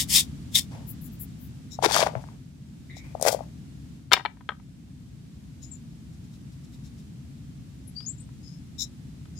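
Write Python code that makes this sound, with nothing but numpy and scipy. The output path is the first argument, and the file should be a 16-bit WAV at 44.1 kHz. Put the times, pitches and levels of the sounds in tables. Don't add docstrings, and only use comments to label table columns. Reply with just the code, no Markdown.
import sys
import numpy as np
from scipy import signal
from scipy.fft import rfft, irfft
from scipy.io import wavfile
from scipy.ndimage import uniform_filter1d

SR = 44100
rng = np.random.default_rng(int(sys.argv[2]) if len(sys.argv) > 2 else 0)


def pcm_store(signal):
    levels = np.round(np.clip(np.atleast_2d(signal), -1, 1) * 32767)
    wavfile.write(sys.argv[1], SR, levels.astype(np.int16).T)


N = 414099

# (time [s], level [dB], bark ring over it [dB])
FIRM_STROKES = [
    [(0.0, -21, -8.5), (0.016, -25, -11), (0.04, -38.5, -10), (0.06, -69.5, -7.5)],
    [(0.075, -55.5, -20), (0.1, -29, -35), (0.16, -14, -10.5), (0.21, -23, -5), (0.216, -35, -6),
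     (0.27, -65.5, -25)],
    [(0.515, -59.5, -7.5), (0.54, -43, -10.5), (0.557, -17, 4.5), (0.568, -23.5, 2.5), (0.594, -22, -13.5),
     (0.6, -35.5, -3.5), (0.66, -67, -23.5)],
]
# (frequency [Hz], level [dB])
DUST_SPECTRUM = [(410, -63.5), (700, -27), (996, -20), (1530, -29), (1840, -11), (2750, -8.5), (3260, -4),
                 (3810, -10.5), (4290, -4.5), (5430, 0.5), (5870, -4), (7420, -2), (15800, -11.5)]
# (frequency [Hz], width [Hz], level [dB])
BARK_MODES = [(2134, 67, -8), (3632, 450, 12), (5200, 800, 10), (6670, 1070, 5.5), (9260, 480, -14.5),
              (11140, 1600, -4.5), (14400, 1600, -3.5)]
# (time [s], length [s], level [dB], band centre [Hz], left over right [dB])
LIGHT_STROKES = [(0.863, 0.095, -42, 12700, 21), (1.006, 0.047, -52, 12900, 15),
                 (1.026, 0.083, -49, 11600, 15), (1.107, 0.08, -56, 14400, 20),
                 (1.187, 0.085, -40, 12600, 17), (1.377, 0.15, -55.5, 13600, 25),
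                 (1.7, 0.088, -45, 6540, 28), (2.197, 0.065, -63, 6050, 14), (2.949, 0.079, -51, 4670, 18),
                 (5.605, 0.08, -57, 5330, 9), (6.12, .06, -66.5, 6000, 6.5),
                 (6.234, 0.045, -66.5, 4470, 8.5), (6.313, 0.09, -62, 4470, 3.5),
                 (6.503, .07, -64.5, 5880, 7.5), (6.631, 0.048, -61.5, 5520, 4.5),
                 (6.713, 0.077, -59, 3800, 1.5), (6.827, 0.086, -57.5, 5000, 5.5),
                 (6.962, 0.091, -62, 5000, 5), (8.775, 0.09, -32.5, 5100, 17),
                 (8.8, 0.072, -34.5, 6840, 13)]
# (time [s], level [dB])
AIR_LEVEL = [(0.0, -34.5), (0.42, -38.5), (1.33, -40.5), (1.8, -42), (2.04, -38), (2.51, -45.5),
             (3.03, -42), (3.53, -42), (3.95, -42.5), (4.13, -48.5), (4.26, -47.5), (5.46, -43.5),
             (6.93, -42.5), (7.22, -43), (7.4, -43), (9.39, -42.5)]
# (frequency [Hz], level [dB])
TRAFFIC_SPECTRUM = [(18, -50), (30, -24.5), (40, -14.5), (59, -2.5), (97, -4.5), (140, 1), (195, -4.5),
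                    (222, -6), (261, -7), (424, -30.5), (700, -36.5), (910, -77), (1540, -120)]
# (frequency [Hz], likeness [0-1])
TRAFFIC_LIKENESS = [(60, .93), (180, .84), (400, .6), (900, 0)]
# (frequency [Hz], level [dB])
PORT_SPECTRUM = [(240, -30), (400, -5.5), (597, -17.5), (685, -11), (1070, -14.5), (3720, -15), (7670, -18),
                 (14900, -29.5), (15800, -41)]
# (time [s], level [dB], body of wood and card [dB])
TWIG_DRAGS = [
    [(0.71, -61.5, 4), (0.75, -59, 10), (0.9, -85.5, 19)],
    [(1.815, -66, 9.5), (1.83, -30.5, -4), (1.861, -25.5, 9.5), (1.875, -44, -11), (1.912, -32.5, 6),
     (1.922, -26, -21.5), (1.965, -27.5, 5.5), (1.986, -23.5, -12), (2.035, -32.5, 12.5),
     (2.05, -44, -17.5), (2.07, -39.5, 15.5), (2.13, -88, 3), (2.16, -68, 29), (2.216, -68, 9),
     (2.36, -75, 10)],
    [(3.04, -70.5, 5), (3.18, -67, 5.5), (3.2, -68, 9), (3.215, -61, 6), (3.222, -44, -23),
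     (3.245, -34, -10), (3.26, -36, -3), (3.284, -19, -2.5), (3.31, -44.5, -33), (3.324, -30.5, -37),
     (3.36, -54, -8), (3.4, -83, 26), (3.44, -69, 18)],
]
# (frequency [Hz], level [dB])
RASP_SPECTRUM = [(1820, -90), (3100, -1), (3430, 2.5), (4070, -2.5), (4510, 2), (6740, -1.5),
                 (13200, -15.5), (15800, -20)]
# (time [s], left over right [dB])
TWIG_PLACE = [(0.7, 4), (1.79, 29.5), (1.86, 17.5), (2.05, 12.5), (2.17, 18.5), (3.2, 31), (3.28, 19),
              (3.4, 32.5)]
# (time [s], level [dB], pitch [Hz], crack over it [dB], crack centre [Hz])
TWIG_BUMPS = [(1.788, -21.5, 740, -42, 1300), (1.825, -15.5, 785, -32, 5000), (1.833, -19, 497, -17, 3500),
              (1.841, -11.5, 990, -8, 1500), (1.848, -14.5, 789, -23, 4900),
              (1.859, -12.5, 414.5, -4, 4010), (1.888, -21.5, 674, -22, 4900), (1.911, -28, 800, -8, 4700),
              (1.945, -29, 670, -8, 2100), (1.964, -9.5, 1230, -7, 8050), (1.992, -14.5, 690, -15, 5000),
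              (2.026, -12.5, 600, -6.5, 3480), (2.036, -28, 746, -20, 2500), (2.064, -14, 810, -26, 2200),
              (2.086, -27.5, 625, -28, 1900), (2.136, -35, 534, -20, 1500), (2.152, -21.5, 630, -9, 1530),
              (2.174, -36, 870, -14, 1700), (2.239, -37.5, 810, -11, 1500), (2.287, -41.5, 993, -5, 1500),
              (2.967, -40, 694, -6.5, 5650), (3.15, -22, 673, -34, 1800), (3.197, -32.5, 685, -15, 7570),
              (3.212, -25.5, 626, -2, 7600), (3.225, -17, 615, 2, 7200), (3.236, -30, 587, -17, 7800),
              (3.25, -14.5, 620, -17, 2600), (3.262, -11.5, 617, -18, 1600),
              (3.273, -13.5, 555, -32.5, 2000), (3.284, -17, 597, -21, 2150), (3.29, -16, 587, -15, 2000),
              (3.307, -27, 750, -12, 1800), (3.327, -18, 636, -16, 5500), (3.337, -29, 735, -21, 5500),
              (3.345, -15, 588, -30, 3500), (3.39, -31, 760, -30, 1800), (3.406, -25, 666, -40, 1800)]
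# (time [s], rise [s], hold [s],
# fall [s], first pitch [Hz], last pitch [Hz], level [dB], blur [0-1], left over right [dB])
WHISTLES = [(2.893, 0.0062, 0.0075, 0.22, 2027, 2360, -48.5, 0.77, 1),
            (2.897, .006, .01, 0.084, 3800, 3680, -55.5, 0.87, -1),
            (5.618, 0.012, 0.0031, 0.06, 6800, 7160, -46, 0.74, 21.5),
            (5.628, 0.011, .003, 0.029, 5080, 5250, -54.5, 0.5, 13.5),
            (5.706, 0.012, .003, 0.039, 7660, 6950, -40, 0.7, 25),
            (7.867, 0.012, 0.0028, 0.022, 10770, 11370, -48.5, 0.38, 28),
            (7.951, 0.017, 0.0081, 0.089, 4600, 5090, -39, 0.34, 24.5),
            (8.056, 0.011, 0.038, .014, 6300, 8000, -38.5, 0.29, 34),
            (8.175, 0.0074, 0.0017, 0.024, 7360, 7100, -50, .4, 22),
            (8.191, 0.015, 0.0032, .035, 8000, 8340, -52, 0.2, 20.5),
            (8.397, 0.062, .02, 0.11, 5080, 5250, -54, 0.8, 17),
            (8.378, 0.057, 0.077, 0.0825, 6730, 6450, -66, 1, 12),
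            (9.345, 0.027, .02, .03, 5150, 5080, -56.5, 1, 18.5),
            (9.35, .04, 0.0094, .03, 6450, 7300, -45.5, 0.73, 17)]
# (time [s], level [dB], modes of 2-4.5 kHz [dB], click and top modes [dB], spot [Hz])
CHALK_HITS = [(4.111, -36, -1, -6.5, 622), (4.117, -12.5, -5, -16, 1260), (4.123, -11.5, 1, -6.5, 993),
              (4.132, -12, 9, 9.5, 3960), (4.136, -5.5, -1, -8.5, 2210), (4.166, -21, -4, -26, 972),
              (4.174, -20, -25, -18.5, 937), (4.195, -26, -26, -23, 930), (4.207, -32, -12.5, -23.5, 807),
              (4.251, -16.5, -8.5, -39.5, 970), (4.258, -18, -2, -24, 975), (4.37, -49.5, -13, -13, 925),
              (4.408, -40, -14.5, -29, 958), (4.49, -14.5, -12.5, -29.5, 1410),
              (4.505, -31.5, -18, -34, 1500), (4.519, -33, -21.5, -30, 1310), (4.598, -48, -11, -27, 1044),
              (8.005, -44, -3.5, -3, 3604), (8.29, -50, -14, -14, 1060), (9.255, -47.5, -6, -18.5, 667)]
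# (frequency [Hz], level [dB])
BOX_MODES = [(450, -10), (620, -8), (800, -3), (980, -1), (1280, 0.5), (1550, -2.5), (1840, -4),
             (2260, 0.5), (2650, -6), (3100, 2), (3570, 1.5), (4150, -3.5), (5050, -7.5), (5800, -9.5),
             (7300, -13)]

LOW_PAN = .55


def amp(db):
    return 10 ** (np.asarray(db) / 20)


def unit_rms(x):
    return x / np.sqrt(np.mean(x ** 2) + 1e-20)


def read(points, hz):
    f, value = np.transpose(points)
    return np.interp(np.log(hz + 1), np.log(f + 1), value)


def sides(pan_db):
    left = amp(np.clip(pan_db, -25, 25))
    return np.vstack([2 * left, np.full_like(left, 2)]) / (1 + left)


def add(mix, s, sound):
    part = mix[:, round(s * SR):][:, :sound.shape[1]]
    part += sound[:, :part.shape[1]]


def coloured(x, gain):
    return unit_rms(irfft(rfft(x) * gain(np.fft.rfftfreq(N, 1 / SR)), N))


def resonances(hz, modes):
    return sum(amp(db) / (1 + (2 * (hz - f) / width) ** 4) for f, width, db in modes)


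def played(tables, sound):
    out = np.zeros((2, N))
    for rows in tables:
        s, *columns = np.transpose(rows)
        at = np.arange(round(s[0] * SR), min(round(s[-1] * SR), N))
        out[:, at] += sound(at, *(np.interp(at / SR, s, c) for c in columns))
    return out


def flutter(shape, samples):
    return unit_rms(uniform_filter1d(uniform_filter1d(rng.standard_normal(shape), samples), samples))


def friction(per_s, spread_db, clump_db, lag_samples, likeness=.45):
    size = amp(spread_db * np.minimum(rng.exponential(1, (2, N)), 4))
    slips = size * rng.standard_normal((2, N)) * (rng.random((2, N)) < per_s / SR)
    slips /= slips.std()
    slips[1] = likeness * np.roll(slips[0], lag_samples) + np.sqrt(1 - likeness ** 2) * slips[1]
    return slips * amp(clump_db * flutter(N, 90))


def firm_rubbing(slips):
    ring = coloured(slips, lambda hz: resonances(hz, BARK_MODES[:2]))
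    dust = coloured(slips, lambda hz: amp(read(DUST_SPECTRUM, hz)))
    strokes = played(FIRM_STROKES, lambda at, db, ring_db: amp(db) * (
        dust[:, at] + amp(ring_db) * ring[:, at]))
    return sides(4.5) * strokes


def traffic_and_port_hiss(hiss_db=-18.5):
    hz = np.fft.rfftfreq(N, 1 / SR)
    left, apart, *ports = rfft(rng.standard_normal((4, N)))
    likeness = read(TRAFFIC_LIKENESS, hz)
    right = likeness * left + np.sqrt(1 - likeness ** 2) * apart
    rumble = sides(1.3) * unit_rms(irfft(np.array([left, right]) * amp(read(TRAFFIC_SPECTRUM, hz)), N))
    hiss = unit_rms(irfft(np.array(ports) * amp(read(PORT_SPECTRUM, hz)), N))
    return played([AIR_LEVEL], lambda at, db: amp(db) * (rumble[:, at] + amp(hiss_db) * hiss[:, at]))


def twig_sides(s, share):
    return sides(share * np.interp(s, *np.transpose(TWIG_PLACE)))


def twig_dragging(thin_from_s=2.9):
    slips = friction(per_s=15000, spread_db=1.2, clump_db=2.4, lag_samples=9)
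    thick = coloured(slips, lambda hz: amp(read(RASP_SPECTRUM, hz)))
    thin = coloured(thick, lambda hz: hz)
    rasp = np.where(np.arange(N) / SR < thin_from_s, thick, thin)
    wood = coloured(slips, lambda hz: resonances(hz, [(1900, 1700, 0)]))
    drone = coloured(slips, lambda hz: resonances(hz, [(750, 600, 0)]))

    def drag(at, db, body_db):
        twig = rasp[:, at] + amp(.43 * body_db - 3) * wood[:, at]
        card = amp(body_db - .5) * drone[:, at]
        return amp(db) * (twig_sides(at / SR, 1) * twig + twig_sides(at / SR, LOW_PAN) * card)
    return played(TWIG_DRAGS, drag)


def light_rubbing(slips, reach_hz=4230, edge_pitch=1.053):
    out = np.zeros((2, N))
    for s, length, db, centre_hz, pan_db in LIGHT_STROKES:
        at, n = round(s * SR), round(length * SR)
        hz = np.fft.rfftfreq(n, 1 / SR) + 1
        reach = np.exp(-.5 * (np.log2(hz / centre_hz) * centre_hz / reach_hz) ** 2)
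        modes = resonances(hz / edge_pitch, BARK_MODES)
        dust = np.clip((-48 - db) / 16, .025, 1)
        hiss = unit_rms(irfft(rfft(slips[:, at:at + n]) * (modes / modes.max() + dust) * reach, n))
        pressure = np.sin(np.pi * np.linspace(0, 1, n) ** .7) ** 3
        add(out, s, amp(db) * sides(pan_db) * pressure * hiss)
    return out


def twig_bumps(swell_cycles=1.65, crack_octaves=.5, crack_decay_s=.0008):
    out, t = np.zeros((2, N)), np.arange(1500) / SR
    band_hz = np.fft.rfftfreq(len(t), 1 / SR) + 1
    for s, db, hz, crack_db, crack_hz in TWIG_BUMPS:
        swell_s = swell_cycles / hz
        swell = t / swell_s
        push = swell ** 2 * np.exp(1 - swell ** 2)
        ring = .11 * np.minimum(swell, 1) * amp(-60 * t / .047)
        phase = 2 * np.pi * hz * t
        thud = (push + ring) * (np.sin(phase) + .11 * np.sin(1.684 * phase) + .046 * np.sin(.795 * phase))
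        band = np.exp(-.5 * (np.log2(band_hz / crack_hz) / crack_octaves) ** 2)
        crack = unit_rms(irfft(rfft(rng.standard_normal((2, len(t)))) * band, len(t)))
        crack *= np.exp(-abs(t - .55 * swell_s) / crack_decay_s)
        bump = np.array([thud, np.roll(thud, 8)]) + amp(crack_db) * crack
        add(out, s, amp(db) * twig_sides(s, LOW_PAN) * bump)
    return out


def box_settling(time_s=2.158, hz=125):
    out, t = np.zeros((2, N)), np.arange(4000) / SR
    thump = np.sin(2 * np.pi * hz * t) * t / .012 * np.exp(1 - t / .009)
    add(out, time_s, amp(-22.5) * sides(13) * thump)
    return out


def gliding_whistles(rise_db=28, fall_db=15.5):
    waver = flutter((2, 2, N), 75)
    scatter = waver[0] + 1j * waver[1]
    out = np.zeros((2, N))
    for s, rise, hold, fall, first_hz, last_hz, db, blur, pan_db in WHISTLES:
        length = rise + hold + fall
        at = np.arange(round(s * SR), min(round((s + length) * SR), N))
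        t = at / SR - s
        faded = np.clip((t - rise - hold) / fall, 0, 1)
        level = amp(db - rise_db * np.clip(1 - t / rise, 0, 1) - fall_db * faded ** .7)
        hz = first_hz + (last_hz - first_hz) * t / length
        blur = np.clip(blur + .95 * faded, 0, 1)
        tone = np.exp(2j * np.pi * np.cumsum(hz) / SR)
        whistle = tone * (2.6 * (1 - blur) + blur * scatter[:, at])
        add(out, s, level * sides(pan_db) * whistle.real)
    return out


def chalk_taps(t60_at_1khz_s=.025, attack_s=.00041):
    out, t = np.zeros((2, N)), np.arange(4000) / SR
    hz, mode_db = np.transpose(BOX_MODES)
    decay = amp(-60 * t / (t60_at_1khz_s * (1000 / hz[:, None]) ** .18))
    attack = 1 - np.exp(-(t / attack_s) ** 2)
    draws = rng.standard_normal((len(CHALK_HITS), 4, len(hz)))
    clicks = signal.lfilter([.6], [1, -.5], rng.standard_normal((len(CHALK_HITS), 2, len(t))))
    for hit, (uneven, detune, *offsets), click in zip(CHALK_HITS, draws, clicks):
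        s, db, bright_db, click_db, spot_hz = hit
        near_db = sum(6 * np.exp(-(np.log(hz / (k * spot_hz)) / .2) ** 2) for k in (1, 2.2))
        upper_db = np.where(hz > 4500, click_db + 5, bright_db * (hz > 2000))
        size = amp(mode_db + near_db + 1.2 * uneven + upper_db)[:, None]
        phase = 2 * np.pi * (hz * (1 + .04 * detune))[:, None] * t
        ring = np.array([(size * decay * np.sin(phase + .5 * p[:, None])).sum(0) for p in offsets])
        tap = .51 * ring + amp(click_db - 7.5) * click * amp(-60 * t / .031)
        add(out, s, amp(db) * sides(9) * tap * attack)
    return out


def with_echoes(x, db, t60_s, delay_s):
    t = np.arange(round(.3 * SR)) / SR
    tail = rng.standard_normal((2, len(t))) * amp(-60 * t / t60_s) * (t > delay_s)
    tail = signal.lfilter([1], [1, -.5], tail)
    return x + amp(db) * signal.fftconvolve(x, tail / np.linalg.norm(tail[0]), axes=1)[:, :N]


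def scene():
    slips = friction(per_s=14000, spread_db=2, clump_db=-.5, lag_samples=0)
    rubs = firm_rubbing(slips) + light_rubbing(slips)
    twigs = twig_dragging() + twig_bumps()
    chalks, whistles = chalk_taps(), gliding_whistles()
    return (with_echoes(rubs, db=-18.5, t60_s=.097, delay_s=.013)
            + with_echoes(twigs, db=-19, t60_s=.28, delay_s=.0066)
            + with_echoes(chalks, db=-19.5, t60_s=.18, delay_s=.005)
            + with_echoes(whistles, db=-9, t60_s=.13, delay_s=.0053)
            + box_settling() + traffic_and_port_hiss())


def record(dry, low_cut_hz=46, high_cut_hz=15950):
    thin = signal.sosfilt(signal.butter(4, low_cut_hz, "highpass", fs=SR, output="sos"), dry)
    lowpass = signal.firwin(511, high_cut_hz, window=("kaiser", 9), fs=SR)
    return signal.oaconvolve(np.clip(thin, -.98, .98), lowpass[None], "same")


dry = scene()
out = record(dry)
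pcm_store(out)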